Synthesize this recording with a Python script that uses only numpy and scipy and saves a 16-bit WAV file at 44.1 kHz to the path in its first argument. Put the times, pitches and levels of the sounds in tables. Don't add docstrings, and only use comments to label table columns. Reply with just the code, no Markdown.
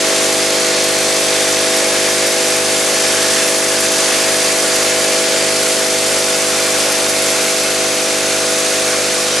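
import sys
import numpy as np
from scipy import signal
from scipy.fft import rfft, irfft, next_fast_len
from scipy.io import wavfile
from scipy.ndimage import uniform_filter1d, map_coordinates

SR = 44100
rng = np.random.default_rng(int(sys.argv[2]) if len(sys.argv) > 2 else 0)


def undo_db(level):
    steps = np.asarray(level, float) / 20
    return 10 ** steps


def bounce(signal):
    frames = np.transpose(np.atleast_2d(signal))
    limited = np.clip(frames, -1, 1)
    pcm = np.round(limited * 32767).astype(np.int16)
    wavfile.write(sys.argv[1], SR, pcm)


N = 414540

MAINS_HZ = 50.006
TRAVEL_S = .00648
TOP_HZ = 12410
TURN_S, TURN_TAKES_S = 9, .4

# (level [dB], drift while backing away [dB])
BUZZ_LINES = [(-46.5, 1.5), (-42.5, 0), (-42.5, -0.5), (-43.5, 1), (-32.5, -1.5), (-31.5, -3.5),
              (-31, -3.5), (-36, -4), (-25, -0.5), (-35.5, -3), (-42, -2), (-25, -1.5), (-48, -3),
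              (-35.5, 1), (-40, -6), (-48, -6), (-41, -2), (-57, 3), (-42.5, 2), (-49.5, -10), (-44, 0),
              (-55, -3)]
# (frequency [Hz], width [Hz], turn [rad])
SPRING_MODES = [(413.4, 80, 5.84), (642, 8.5, -.86), (899, 56, 3.47)]
SWING_CHANGE = {6: -2.4, 8: -1.7, 12: 3, 13: -3.3, 14: 10, 16: 3}
# (frequency [Hz], level of each line [dB])
PLATE_COLOUR = [(1150, -51), (1450, -46.5), (1600, -56), (1800, -49), (2100, -47), (2300, -55.5),
                (4500, -57), (7000, -56)]
# (frequency [Hz], density [dB per Hz])
KNOCK_COLOUR = [(30, -22), (52, -21), (75, -21), (125, -20), (200, -11), (300, -8), (430, -4), (550, 3),
                (650, -4.5), (950, -6.5), (1400, -3), (2930, -2.5), (6100, -2.5), (10200, -6.5),
                (11500, -9.5), (12400, -19.5)]
# (frequency [Hz], width [Hz], level over the knocks [dB])
BOWL_MODES = [(135, 6, -5), (187, 7.4, 1), (560, 7.4, 4), (550, 15, 0.5), (593, 24, 3), (826, 19, 8),
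              (1080, 32, 5), (1160, 35, 4.5), (1452, 20, 3), (1670, 50, 2), (1800, 15, 2), (1993, 30, 2.5),
              (2173, 40, 3.5), (2372, 17, 5.5), (2616, 52, 3.5), (2900, 320, -1), (3350, 18, -11),
              (3600, 50, 1.5), (3920, 60, -6.5), (4340, 61, 2), (4870, 360, 1.5), (6100, 460, 2.5),
              (7300, 350, 2), (8860, 100, 3.5), (9900, 270, 1)]
# (from [Hz], to [Hz], rate [hits/s], size scatter [dB], throw [0-1],
# scatter t60 [s], flicker [dB], beaming out of the bowl [ratio])
COLLISIONS = [(0, 2180, 5500, 2.7, 0.025, 0.12, 0.13, 0.11),
              (1890, 4200, 10000, 3.1, 0.063, 0.05, 0.17, .05),
              (3740, 7940, 4400, 1.2, 0.28, 0.051, 0.25, 0.15),
              (7620, 14000, 3000, 1.65, .25, 0.068, 0.21, 1.27)]
# (time [s], crowd [dB], facing [dB])
CROWD_FACING = [(0, 1.5, -1.5), (.3, -0.1, 1.5), (.48, -0.5, 0), (.64, 1, -1), (1.1, .5, -0.2),
                (2.3, .5, 0.7), (2.6, 0.1, 0.5), (3.35, 1, 1), (3.58, -1, 2.5), (4.12, 1.3, 0.5),
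                (4.6, 0, 1.7), (5.4, 0.5, 0), (5.65, -0.5, 1.8), (6.2, -0.6, 1.5), (7.45, 0, 1.6),
                (7.85, -1.2, 0.5), (8.5, -1, 1), (9.4, 0.4, -1)]
# (time [s], peak [dB], left minus right [dB])
PART_DROPS = [(0.8384, -11, -1.5), (0.9824, -12, -1.5), (1.0254, -13, -1.0), (1.6094, -14, -1.0),
              (1.7659, -8, -0.5), (2.2657, -8, -1.5), (2.5034, -13, -0.5), (2.5626, -12, -1.0),
              (3.2271, -12, -1.0), (3.4735, -10, -1.0), (3.8034, -10, -1.0), (3.9164, -12, -1.0),
              (4.3194, -13, -1.0), (4.7571, -10, -1.5), (5.6286, -11, -2.5), (6.9197, -8, -1.5),
              (7.0918, -10, -2.0), (7.6316, -12, -2.5), (9.2234, -16, -1.0)]
# (frequency [Hz], level [dB], waver [Hz])
MOTOR_LINES = [(98.26, -55, .003), (228.43, -38.3, .03), (456.86, -50, .1), (685.3, -45, .3),
               (865.6, -43, .4), (913.7, -52, .3)]
# (from [s], to [s], frequency [Hz], width [Hz], level [dB])
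STANDING_WAVES = [(1.5, 5.5, 1700, 140, 3), (4.5, 11, 1420, 200, 3), (-1, 7.6, 1230, 110, -1),
                  (7.5, 9.6, 910, 190, -4), (4, 4.8, 8800, 500, 1.5), (10, 9.6, 9900, 300, 3),
                  (8, 9.1, 6500, 400, 4), (.55, 1.2, 4300, 140, 4.5), (9, 8.7, 2600, 900, 2),
                  (8.7, 9.6, 2700, 400, -1.5)]
# (frequency [Hz], side minus mid [dB])
SIDE_LEVEL = [(60, -2), (110, -5), (190, -12.5), (350, -13.5), (630, -12.5), (1140, -14), (2060, -12),
              (3710, -10), (6680, -11.5), (12000, -4.5)]
# (frequency [Hz], left minus right [dB])
PORT_TILT = [(190, 0.0), (350, 0.5), (630, 0.5), (1140, 0.0), (6680, 0.0), (12000, -2.0)]


def curve(table, hz):
    f, db = np.transpose(table)
    return np.interp(np.log(hz + 1), np.log(f), db)


def shape(x, gain):
    size = next_fast_len(N)
    hz = np.arange(size // 2 + 1) * SR / size
    return irfft(rfft(x, size) * gain(hz), size)[..., :N]


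def unit(x):
    return x / np.sqrt(np.mean(x ** 2))


def walk(rate):
    hold, size = int(SR / rate), 32
    held = np.repeat(rng.standard_normal(N // hold + 1), size)
    slewed = uniform_filter1d(uniform_filter1d(held, size), size)
    return unit(np.interp(np.arange(N) * size / hold, np.arange(len(held)), slewed))


def tail(t60):
    fade = np.exp(-2 * np.log(1000) * np.arange(int(t60 * SR)) / SR / t60)
    return fade / fade.sum()


def over_time(table):
    s, *columns = np.transpose(table)
    return [np.interp(np.arange(N) / SR, s, column) for column in columns]


def buzz(t, waver_db=0.56):
    turned = np.clip((t - TURN_S) / TURN_TAKES_S + .5, 0, 1)
    out = 0
    for k, (db, drift_db) in enumerate(BUZZ_LINES, 2):
        hz = k * MAINS_HZ
        place_db = drift_db * (t / t[-1] - .5) + SWING_CHANGE.get(k, 0) * turned
        level_db = db + place_db + waver_db * walk(2.05)
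        held = sum(turn * np.arctan((hz - f) / width) for f, width, turn in SPRING_MODES) - 2.12
        out = out + undo_db(level_db) * np.sqrt(2) * np.cos(2 * np.pi * hz * (t - TRAVEL_S) - held)
    return out


def clatter(t, uneven_db=2, count=3):
    k = np.arange(24, 141)
    cycle = (MAINS_HZ * t % 1) * 8192
    size = undo_db(curve(PLATE_COLOUR, k * MAINS_HZ) + uneven_db * rng.standard_normal(len(k)))
    out = 0
    for n in range(count):
        lines = np.zeros(4097, complex)
        lines[k] = size * np.exp(2j * np.pi * rng.random(len(k)))
        pattern = irfft(lines) * 4096 * np.sqrt(2)
        share = np.cos(np.pi / 2 * np.clip(t / t[-1] * (count - 1) - n, -1, 1))
        out = out + share * np.interp(cycle, np.arange(8192), pattern, period=8192)
    return out


def knocks(t, rate, scatter_db, throw, t60):
    density = rate / SR * (1 + throw * np.cos(2 * np.pi * MAINS_HZ * (t - .004)))
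    hits = rng.random(N) < density
    power = hits * undo_db(2 * scatter_db * np.minimum(rng.exponential(size=N), 4.5))
    scattered = np.sqrt(np.abs(signal.oaconvolve(power, tail(t60))[:N]))
    return unit(scattered * rng.standard_normal((2, N)))


def ringing(hz):
    modes = sum((undo_db(db) ** 2 - 1) / (1 + (2 * (hz - f) / width) ** 2) for f, width, db in BOWL_MODES)
    return undo_db(curve(KNOCK_COLOUR, hz)) * np.sqrt(np.clip(1 + modes, .05, None))


def rattle(t):
    jostle = walk(14)
    crowd_db, facing_db = over_time(CROWD_FACING)
    out = 0
    for lo_hz, hi_hz, rate, scatter_db, throw, t60, flicker_db, beaming in COLLISIONS:
        def band(hz):
            return ringing(hz) / np.sqrt((1 + (lo_hz / (hz + 1)) ** 8) * (1 + (hz / hi_hz) ** 8))
        heard = shape(knocks(t, rate, scatter_db, throw, t60), band)
        flicker = flicker_db * (jostle + 0.73 * walk(25))
        out = out + heard * undo_db(crowd_db + beaming * facing_db + flicker)
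    return out * undo_db(-16) / np.std(out[0])


def drops(trim_db=-0.5, t60=.04):
    out, fade = np.zeros((2, N + SR)), tail(t60)
    for s, db, pan_db in PART_DROPS:
        for lag_s in (0, .004):
            hit = undo_db(db + trim_db) * np.sqrt(fade / fade[0]) * rng.standard_normal(len(fade))
            i = int((s + lag_s) * SR)
            out[:, i:i + len(hit)] += hit * np.array([[1], [np.tanh(pan_db / 17)]])

    def thin(hz):
        return hz ** 2 / (hz ** 2 + 5500 ** 2) / np.sqrt(1 + (hz / 11800) ** 12)
    return shape(out[:, :N], thin)


def motor(t):
    load = np.cumsum(walk(1.505)) / SR
    return sum(undo_db(db) * np.sqrt(2) * np.cos(2 * np.pi * (hz * t + waver * load))
               for hz, db, waver in MOTOR_LINES)


def standing(x, edge_s=.3):
    hz, s, cells = signal.stft(x, SR, nperseg=2048)
    lift_db = 0
    for t0, t1, f, width, db in STANDING_WAVES:
        present = np.clip(np.minimum(s - t0, t1 - s) / edge_s + .5, 0, 1)
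        lift_db = lift_db + db * np.outer(np.exp(-(2 * (hz - f) / width) ** 2), present)
    return signal.istft(cells * undo_db(lift_db), SR, nperseg=2048)[1][..., :N]


def patches(x, depth_db, hold_s, width_hz):
    hz, s, cells = signal.stft(x, SR, nperseg=512)
    chance = rng.standard_normal((200, 400))
    where = np.meshgrid(hz / width_hz, s / hold_s, indexing="ij")
    field = map_coordinates(chance, where, order=3, mode="mirror")
    return signal.istft(cells * undo_db(depth_db * field), SR, nperseg=512)[1][..., :N]


def scene():
    t = np.arange(N) / SR
    shifting = patches(standing(rattle(t)), depth_db=.45, hold_s=1.1, width_hz=300)
    mid, side = patches(shifting, depth_db=0.4, hold_s=.07, width_hz=608)
    side = shape(side, lambda hz: undo_db(curve(SIDE_LEVEL, hz) + 2.0))
    fall_mid, fall_side = drops()
    mid = mid + fall_mid + buzz(t) + clatter(t) + motor(t + 0.00161)
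    side = side + fall_side
    return np.array([mid + side, mid - side])


def band_limit(x):
    return signal.sosfilt(signal.butter(12, 12640, fs=SR, output="sos"), x)


def record(dry):
    def port_gain(hz):
        return undo_db(np.outer([.5, -.5], curve(PORT_TILT, hz))) / (1 + (hz / TOP_HZ) ** 600)
    rounded = np.tanh(.6 * dry) / .6
    return band_limit(shape(rounded, port_gain))


dry = scene()
out = record(dry)
bounce(out)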